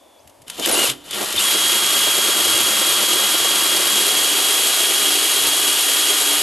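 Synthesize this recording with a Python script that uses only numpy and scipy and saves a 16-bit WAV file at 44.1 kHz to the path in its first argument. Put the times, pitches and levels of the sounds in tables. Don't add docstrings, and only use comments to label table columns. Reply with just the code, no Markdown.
import sys
import numpy as np
from scipy import signal
from scipy.fft import rfft, irfft, next_fast_len
from scipy.io import wavfile
from scipy.ndimage import uniform_filter1d

SR = 44100
rng = np.random.default_rng(int(sys.argv[2]) if len(sys.argv) > 2 else 0)


def unload_wav(signal):
    wavfile.write(
        sys.argv[1],
        SR,
        np.round(np.clip(np.atleast_2d(signal).T, -1, 1) * 32767).astype(np.int16),
    )


N = 283122
T = np.arange(N) / SR
FULL_HZ = 409.8

# frequency in Hz, width in Hz, lift in dB.
SAW_RESONANCES = [(2892, 186, 3), (2980, 165, 4), (3920, 290, 2.5), (4710, 230, 2), (5610, 180, 2.5),
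                  (6390, 100, 5), (6640, 140, 5), (6800, 180, 2.5), (7210, 240, 1), (7840, 640, 3.5),
                  (7900, 130, -4), (8960, 150, 4), (9700, 200, -2), (10290, 330, 4), (10860, 250, 0.5),
                  (11430, 450, 2.5)]


def amp(db):
    return 10 ** (np.asarray(db) / 20)


def evened(x):
    return x / np.sqrt(np.mean(x ** 2) + 1e-20)


def curves(rows):
    s, *columns = np.transpose(rows)
    return [np.interp(T, s, column) for column in columns]


def during(rows):
    inside = 1. * (T >= rows[0][0]) * (T <= rows[-1][0])
    return uniform_filter1d(inside, size=400)


def read(points, hz):
    f, value = np.transpose(points)
    return np.interp(np.log(hz + 1), np.log(f + 1), value)


def add(mix, s, sound):
    part = mix[round(s * SR):][:len(sound)]
    part += sound[:len(part)]


def swell(s, rise_s, fall_s):
    return np.exp(-np.maximum((s - T) / rise_s, (T - s) / fall_s))


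def wander(rate_hz):
    count = N // 16
    hz = np.fft.rfftfreq(count, 16 / SR)
    slow = irfft(rfft(rng.standard_normal(count)) * np.exp(-(hz / rate_hz) ** 2))
    return evened(np.interp(T, np.linspace(0, T[-1], len(slow)), slow))


def colour(x, spectrum, modes=()):
    hz = abs(np.fft.fftfreq(8192, 1 / SR))
    lifts = sum(lift / (1 + (2 * (hz - f) / width) ** 2) for f, width, lift in modes)
    db = read(spectrum, hz) + lifts
    response = np.fft.ifft(np.exp(signal.hilbert(np.log(amp(db))).conj())).real
    return evened(signal.oaconvolve(x, response[:len(hz) // 2])[:len(x)])


def chips(per_s, spread_db, smooth):
    size = amp(spread_db * np.minimum(rng.exponential(1, N), 4)) * rng.choice([-1, 1], N)
    snaps = evened(size * (rng.random(N) < per_s / SR))
    return snaps + smooth * rng.standard_normal(N)


def bursts(per_s, decay_s):
    starts = rng.exponential(1, N) * (rng.random(N) < per_s / SR)
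    power = signal.lfilter([1], [1, -np.exp(-1 / (SR * decay_s))], starts)
    return power / power.mean()


def shaft_speed():
    # start in seconds, asked motor turns per second.
    asked_rows = [(.462, 62), (.56, 80), (.611, 288), (.727, 360), (.843, 306), (.902, 19), (1.038, 55),
                  (1.104, 212.5), (1.355, 470), (1.436, 409.7)]
    inertia_s, spin_up_hz_per_s = .021, 2600
    step_s = 1 / 2000
    ticks, speeds = np.arange(0, T[-1], step_s), [0]
    asked = np.zeros(len(ticks))
    for s, hz in asked_rows:
        asked[ticks >= s] = hz
    for hz in asked[1:]:
        change = min((hz - speeds[-1]) / inertia_s, spin_up_hz_per_s)
        speeds.append(speeds[-1] + step_s * change)
    return np.interp(T, ticks, speeds)


def bite(saw_turns, drift_hz, slope, count):
    angle = 2 * np.pi * saw_turns
    load = 0
    for k in range(1, count + 1):
        wave = wander(drift_hz) * np.cos(k * angle) + wander(drift_hz) * np.sin(k * angle)
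        load = load + wave / k ** slope
    return evened(load)


def loudness(law, pace, depth):
    # time in seconds, push in dB.
    push_rows = [(.55, -16), (.6, 17), (.652, -3), (.68, 8.5), (.79, 8), (.9, -0.5), (1.05, -2.5),
                 (1.22, 7), (1.3, -2), (1.9, -1.5), (2.5, 1), (3.4, -0.5), (4.2, 1.5), (6.4, 0)]
    db, power, per_push, deep_db = law
    push_db = curves(push_rows)[0]
    return amp(db + per_push * push_db + deep_db * depth) * pace ** power


def motor(pace, load, depth):
    # multiple of the shaft speed, level in dB relative to the whole whine.
    shaft_orders = [(1, -24), (3, -18.5), (4, -20.5), (7, -27), (8, -0.5), (9, -21), (12, -19), (16, -17.5),
                    (28, -27)]
    whine_start_db, fade_db_per_s, flutter_db = -21.3, -.68, 0.87
    singing_order, sing_hz, sing_width_hz, slow_db = 8, 323, 13, -21
    mesh_order, mesh_db, deep_db = 23, -11.5, 6.5
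    fresh_s, fresh_db, fresh_rise_s, settle_s = 1.4, 7.5, 0.92, 0.18

    speed_hz = FULL_HZ * pace
    sag = (0.0024 + 0.00043 * depth) * load
    judder = (0.001066 + 0.002225 * depth) * wander(34.8)
    angle = 2 * np.pi * np.cumsum(speed_hz * (1 - (sag + judder))) / SR
    sing = amp(slow_db * (.5 - .5 * np.tanh((speed_hz - sing_hz) / sing_width_hz)))

    whine = 0
    for k, db in shaft_orders:
        order = round(k)
        tone = np.sin(order * angle + rng.uniform(0, 2 * np.pi))
        whine = whine + amp(db) * (sing if order == singing_order else 1) * tone
    whine = whine * (1 + (0.15 + 0.16 * depth) * wander(110))

    mesh_gain = amp(mesh_db + deep_db * depth + fresh_db * swell(fresh_s, fresh_rise_s, settle_s))
    mesh_tone = np.sin(mesh_order * angle + 0.66 * wander(50))
    mesh = sing * mesh_gain * mesh_tone * (1 + 0.2 * wander(120))
    whine_db = whine_start_db + fade_db_per_s * T + flutter_db * wander(13.0)
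    return np.sqrt(2) * amp(whine_db) * pace * (whine + mesh)


def rasp(pace, load, depth):
    # frequency in Hz, level in dB.
    rasp_spectrum = [(900, -37.5), (1700, -12), (2300, -1.5), (2800, 0.5), (3500, 1.5), (4300, 0),
                     (5200, -2.5), (6200, -5), (7000, -2), (9700, -3), (12300, -1), (13000, -6.5)]
    # dB at full speed, power of the speed, dB per dB of push, dB gained in the deep groove.
    rasp_levels = (-17, 1.27, 0.12, 0.16)
    fizz_spectrum = [(2000, -28), (5000, -10.5), (8000, -0.5), (12000, -0.5)]  # Hz, dB
    tears = np.sqrt(3 + bursts(per_s=440, decay_s=0.017))
    drive = chips(per_s=5000, spread_db=-0.5, smooth=0.83) * amp(.5 * load) * tears
    fizz = rng.standard_normal(N) * np.sqrt(bursts(per_s=170, decay_s=0.0023))
    sound = colour(drive, rasp_spectrum, SAW_RESONANCES)
    sound = sound + amp(-9.0) * colour(fizz, fizz_spectrum, SAW_RESONANCES)
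    slow = np.interp(pace, [.75, .98], [1, 0])
    scrapes = np.sqrt(1 + .33 * slow * (bursts(per_s=200, decay_s=.004) - 1))
    return loudness(rasp_levels, pace, depth) * scrapes * evened(sound)


def pipe(pace, load, depth):
    # frequency in Hz, level in dB.
    uncut_spectrum = [(25, -36), (60, -29), (120, -18.5), (190, -9), (260, -1.5), (340, 3), (420, 2.5),
                      (520, -0.5), (700, 0.5), (900, -4), (1200, -16), (2200, -34)]
    shallow_spectrum = [(25, -42), (60, -43), (110, -18.5), (170, -18.5), (215, -5.5), (260, -7.5),
                        (330, 3.5), (420, -0.5), (520, 2.5), (750, -3.5), (1100, -8.5), (2200, -47.5)]
    deep_spectrum = [(25, -35), (60, -36), (120, -16), (230, -13.5), (290, -0.5), (400, 8), (520, 0.5),
                     (750, 1), (1100, -13), (2200, -33)]
    chatter_spectrum = [(400, -25.5), (750, -10.5), (1000, -0.5), (1500, 0.5), (2000, -2.5), (2500, -17),
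                        (4000, -26.5)]
    # frequency in Hz, width in Hz, lift in dB.
    shallow_modes = [(135, 31, 12), (207, 37, 7), (299, 16, 2.5), (360, 40, 5.5), (620, 45, 2),
                     (700, 19, 6), (766, 32, 6), (930, 130, 4), (1126, 49, 4.5), (1193, 130, 4),
                     (1384, 76, 7), (1610, 70, 5.5), (1860, 21, 11), (2064, 85, 9.5)]
    deep_modes = [(217, 44, 10.2), (291.5, 6.1, 5.9), (367, 16, 2.6), (399, 18, 2.5), (494, 23, 2.6),
                  (633, 75, 3.7), (764, 45, 6.1), (910, 46, 7.7), (1082, 34, 3.4), (1190, 95, 4.9),
                  (1440, 110, 4), (1670, 46, 4.1), (1867, 29, 8.1), (1980, 87, 4.3)]
    uncut_modes = [(129, 23, 7.3), (264, 25, 3.3), (507, 45, 3.5)]
    # dB at full speed, power of the speed, dB per dB of push, dB gained in the deep groove.
    rumble_levels = (-31.5, 0.92, 1.05, -1.9)
    chatter_levels = (-28.5, 1.07, 0.16, -1.74)

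    grip = np.tanh(0.28 * load)
    drive = chips(per_s=2200, spread_db=2, smooth=0.51) * amp((7.5 - 0.91 * depth) * grip)
    rumble = (1 - depth) * colour(drive, shallow_spectrum, shallow_modes)
    rumble = rumble + depth * colour(drive, deep_spectrum, deep_modes)
    rumble = np.where(T < 1, colour(drive, uncut_spectrum, uncut_modes), rumble)

    drive = chips(per_s=2500, spread_db=1.5, smooth=0.72) * amp(1.2 * grip)
    chatter = (1 - depth) * colour(drive, chatter_spectrum, shallow_modes)
    chatter = chatter + depth * colour(drive, chatter_spectrum, deep_modes)
    rumble_gain = loudness(rumble_levels, pace, depth)
    return rumble_gain * rumble + loudness(chatter_levels, pace, depth) * chatter


def rattle(pace):
    # frequency in Hz, width in Hz, lift in dB.
    gearbox_modes = [(3070, 460, 13), (3590, 260, 11.5), (7200, 600, 11), (10400, 370, 8.4),
                     (11000, 250, 6)]
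    # peak time in seconds, level in dB.
    clatter_rows = [(0.653, -19.5), (.9, -24), (1.14, -28), (1.388, -20.5)]
    gearbox_spectrum = [(1200, -27), (2400, 5.5), (4000, 5), (5500, 1.5), (12000, -20)]  # Hz, dB
    drive = chips(per_s=1800, spread_db=1.2, smooth=.6)
    slack = np.maximum(1 - (2 * pace - 1) ** 2, 0) ** 1.1
    clatter = sum(amp(db) * swell(s, rise_s=0.02, fall_s=0.0087) for s, db in clatter_rows)
    level = amp(-35.5) * slack + clatter
    return level * colour(drive, gearbox_spectrum, gearbox_modes)


def catches():
    # start in seconds, peak level in dB before a shared trim.
    snag_rows = [(0.593, -23), (0.673, -17), (0.706, -29), (0.775, -17), (0.899, -24), (1.34, -16.5),
                 (1.548, -14.5), (1.967, -16.5), (2.072, -15.5), (2.177, -15.5), (2.286, -15), (2.394, -16),
                 (2.5, -29), (3.158, -15), (3.581, -23), (3.741, -20), (3.793, -16.5)]
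    # frequency in Hz, relative level in dB, seconds to fade by 60 dB.
    ring_modes = [(207, -21, 0.15), (294, -15.5, 0.13), (346, 2, 0.058), (376, -0.5, 0.069),
                  (444, -6, 0.13), (608, -2, 0.079)]
    trim_db = -5.5
    t, out = np.arange(SR // 2) / SR, np.zeros(N)
    for s, db in snag_rows:
        ring = 0
        for hz, level_db, t60 in ring_modes:
            tone = np.sin(2 * np.pi * hz * t + rng.uniform(-0.8, 1))
            ring = ring + amp(level_db - 60 * t / t60) * tone
        ring = ring * (1 - np.exp(-t / 0.0026))
        add(out, s, amp(db + trim_db) * ring / abs(ring).max())
    return out


def clicks():
    # start in seconds, level in dB before a shared trim, seconds to fade by 60 dB.
    click_rows = [(.274, -44, 0.042), (.295, -49, 0.05), (0.418, -45, .04), (.48, -30, .022),
                  (.499, -21.5, 0.025), (.579, -35, 0.018), (.596, -20, 0.024), (0.659, -11, 0.019),
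                  (0.674, -17, .02), (0.693, -13, .02), (0.712, -15, .018), (1.109, -23.5, 0.031),
                  (1.325, -19, 0.023)]
    trim_db = 6.5
    body_spectrum = [(100, -17), (600, -7), (2500, 5.0), (6000, 3.5), (12000, 6.0)]  # Hz, dB
    t, out = np.arange(SR // 5) / SR, np.zeros(N)
    for s, db, t60 in click_rows:
        crack = rng.standard_normal(len(t)) * amp(-60 * t / t60) * (1 - np.exp(-t / .0007))
        ring = colour(crack, body_spectrum, SAW_RESONANCES)
        add(out, s, amp(db + trim_db) * crack.std() * ring)
    return out


def squeals():
    # peak time in seconds, frequency in Hz, level in dB, fall time in seconds.
    squeal_rows = [(.727, 10320, -15.5, 0.018), (.8, 10370, -32, .03), (.858, 10340, -25, .015),
                   (.878, 3055, -29, .025), (1.384, 3600, -16.5, 0.01)]
    out = np.zeros(N)
    for s, hz, db, fall_s in squeal_rows:
        tone = np.sin(2 * np.pi * hz * T + 0.87 * wander(130))
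        out += amp(db) * swell(s, 0.0064, fall_s) * tone
    return np.sqrt(2) * out


def hollow(depth):
    # frequency in Hz, relative level in dB, seconds to fade by 60 dB.
    column_modes = [(136, 2, 0.22), (258, -5, .5), (293, -6, 0.8), (337, -13, .8), (384, -1, .35),
                    (479, -11, .5)]
    t, out = np.arange(SR) / SR, np.zeros(N)
    ring = 0
    for hz, db, t60 in column_modes:
        tone = np.sin(2 * np.pi * hz * t + rng.uniform(0, 2 * np.pi))
        ring = ring + amp(db - 60 * t / t60) * tone
    add(out, .885, amp(-33.0) * ring * (1 - np.exp(-t / .012)))
    angle = 2 * np.pi * column_modes[2][0] * T
    hum = wander(5) * np.cos(angle) + wander(3.9) * np.sin(angle)
    return out + amp(-42) * depth * hum


def bumps():
    # peak time in seconds, level in dB, fall time in seconds.
    bump_rows = [(.26, -57, .04), (0.417, -53, 0.035), (.69, -55, 0.066), (.91, -49, 0.039),
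                 (1.365, -41, 0.027), (2.53, -44, 0.16), (4.22, -52, .06), (5.5, -50, 0.18),
                 (6.4, -53, .04)]
    thud_spectrum = [(20, -28), (50, -11), (85, -4), (120, 0), (190, -20), (500, -55)]  # Hz, dB
    level = sum(amp(db) * swell(s, 0.65 * fall_s, fall_s) for s, db, fall_s in bump_rows)
    return level * colour(rng.standard_normal(N), thud_spectrum)


def whistle(rows, blur):
    hz, db = curves(rows)
    tone = np.sin(2 * np.pi * np.cumsum(hz) / SR + blur * wander(130))
    return np.sqrt(2) * amp(db) * during(rows) * tone


def bird():
    # time in seconds, frequency in Hz, level in dB.
    notes = [
        [(0, 3440, -64), (.04, 3500, -63), (.1, 3460, -62), (.17, 3440, -61), (.25, 3380, -72)],
        [(.18, 4300, -72), (.195, 4800, -59), (.208, 6360, -62), (.235, 6450, -75)],
    ]
    return sum(whistle(note, blur=1.3) for note in notes)


def air():
    # frequency in Hz, relative level in dB per Hz.
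    air_spectrum = [(15, -33), (25, -31), (55, -20), (83, -10), (129, -33), (253, -8), (415, -11),
                    (597, -5), (953, -9), (1480, -22.5), (2130, -21.5), (3410, -21), (4090, -25),
                    (5440, -25), (12500, -24.5), (16200, -59), (22000, -120)]
    return amp(-52) * colour(rng.standard_normal(N), air_spectrum)


def outdoors(x):
    # frequency in Hz, left minus right in dB.
    balance_points = [(60, 2), (110, 0.5), (200, 0), (360, -0.5), (660, 0.0), (1200, 0), (2180, 0.5),
                      (3275, 1.5), (3960, 1.5), (7210, 0.5), (13100, 0.0)]
    # frequency in Hz, side minus mid in dB before a trim.
    side_points = [(60, -6), (110, -18), (200, -17), (360, -9), (660, -5), (1200, -10), (2180, -13),
                   (3960, -13), (7210, -22), (13100, -15)]
    side_trim_db = -1.0
    t = np.arange(SR // 8) / SR
    taps = rng.standard_normal(len(t)) * amp(-60 * t / 0.017) * (t > .001)
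    size = next_fast_len(N + len(t))
    hz, mid = np.fft.rfftfreq(size, 1 / SR), rfft(x, size)
    scatter = rfft(taps / np.linalg.norm(taps), size)
    side = mid * scatter * amp(read(side_points, hz) + side_trim_db)
    lean = amp(read(balance_points, hz) / 2)
    return irfft(np.array([mid * lean + side, mid / lean - side]), size)[:, :N]


def scene():
    # time in seconds, share from 0 to 1.
    groove_rows = [(3.6, 0), (4.8, 1)]
    gear_ratio = 43.3
    speed_hz = shaft_speed()
    depth = curves(groove_rows)[0]
    pace = speed_hz / FULL_HZ
    saw_turns = np.cumsum(speed_hz) / SR / gear_ratio
    load = bite(saw_turns, drift_hz=0.39, slope=0.42, count=10)
    tool = motor(pace, load, depth) + rasp(pace, load, depth) + rattle(pace) + clicks() + squeals()
    drainpipe = pipe(pace, load, depth) + catches() + hollow(depth)
    return outdoors(tool + drainpipe + bumps() + bird() + air())


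def record(dry):
    rounded = dry / (1 + (dry / .72) ** 6) ** (1 / 6)
    edge_hz = 12500
    low_pass = signal.firwin(601, edge_hz, window=("kaiser", 8), fs=SR)
    return signal.oaconvolve(rounded, low_pass[None], "same")


dry = scene()
out = record(dry)
unload_wav(out)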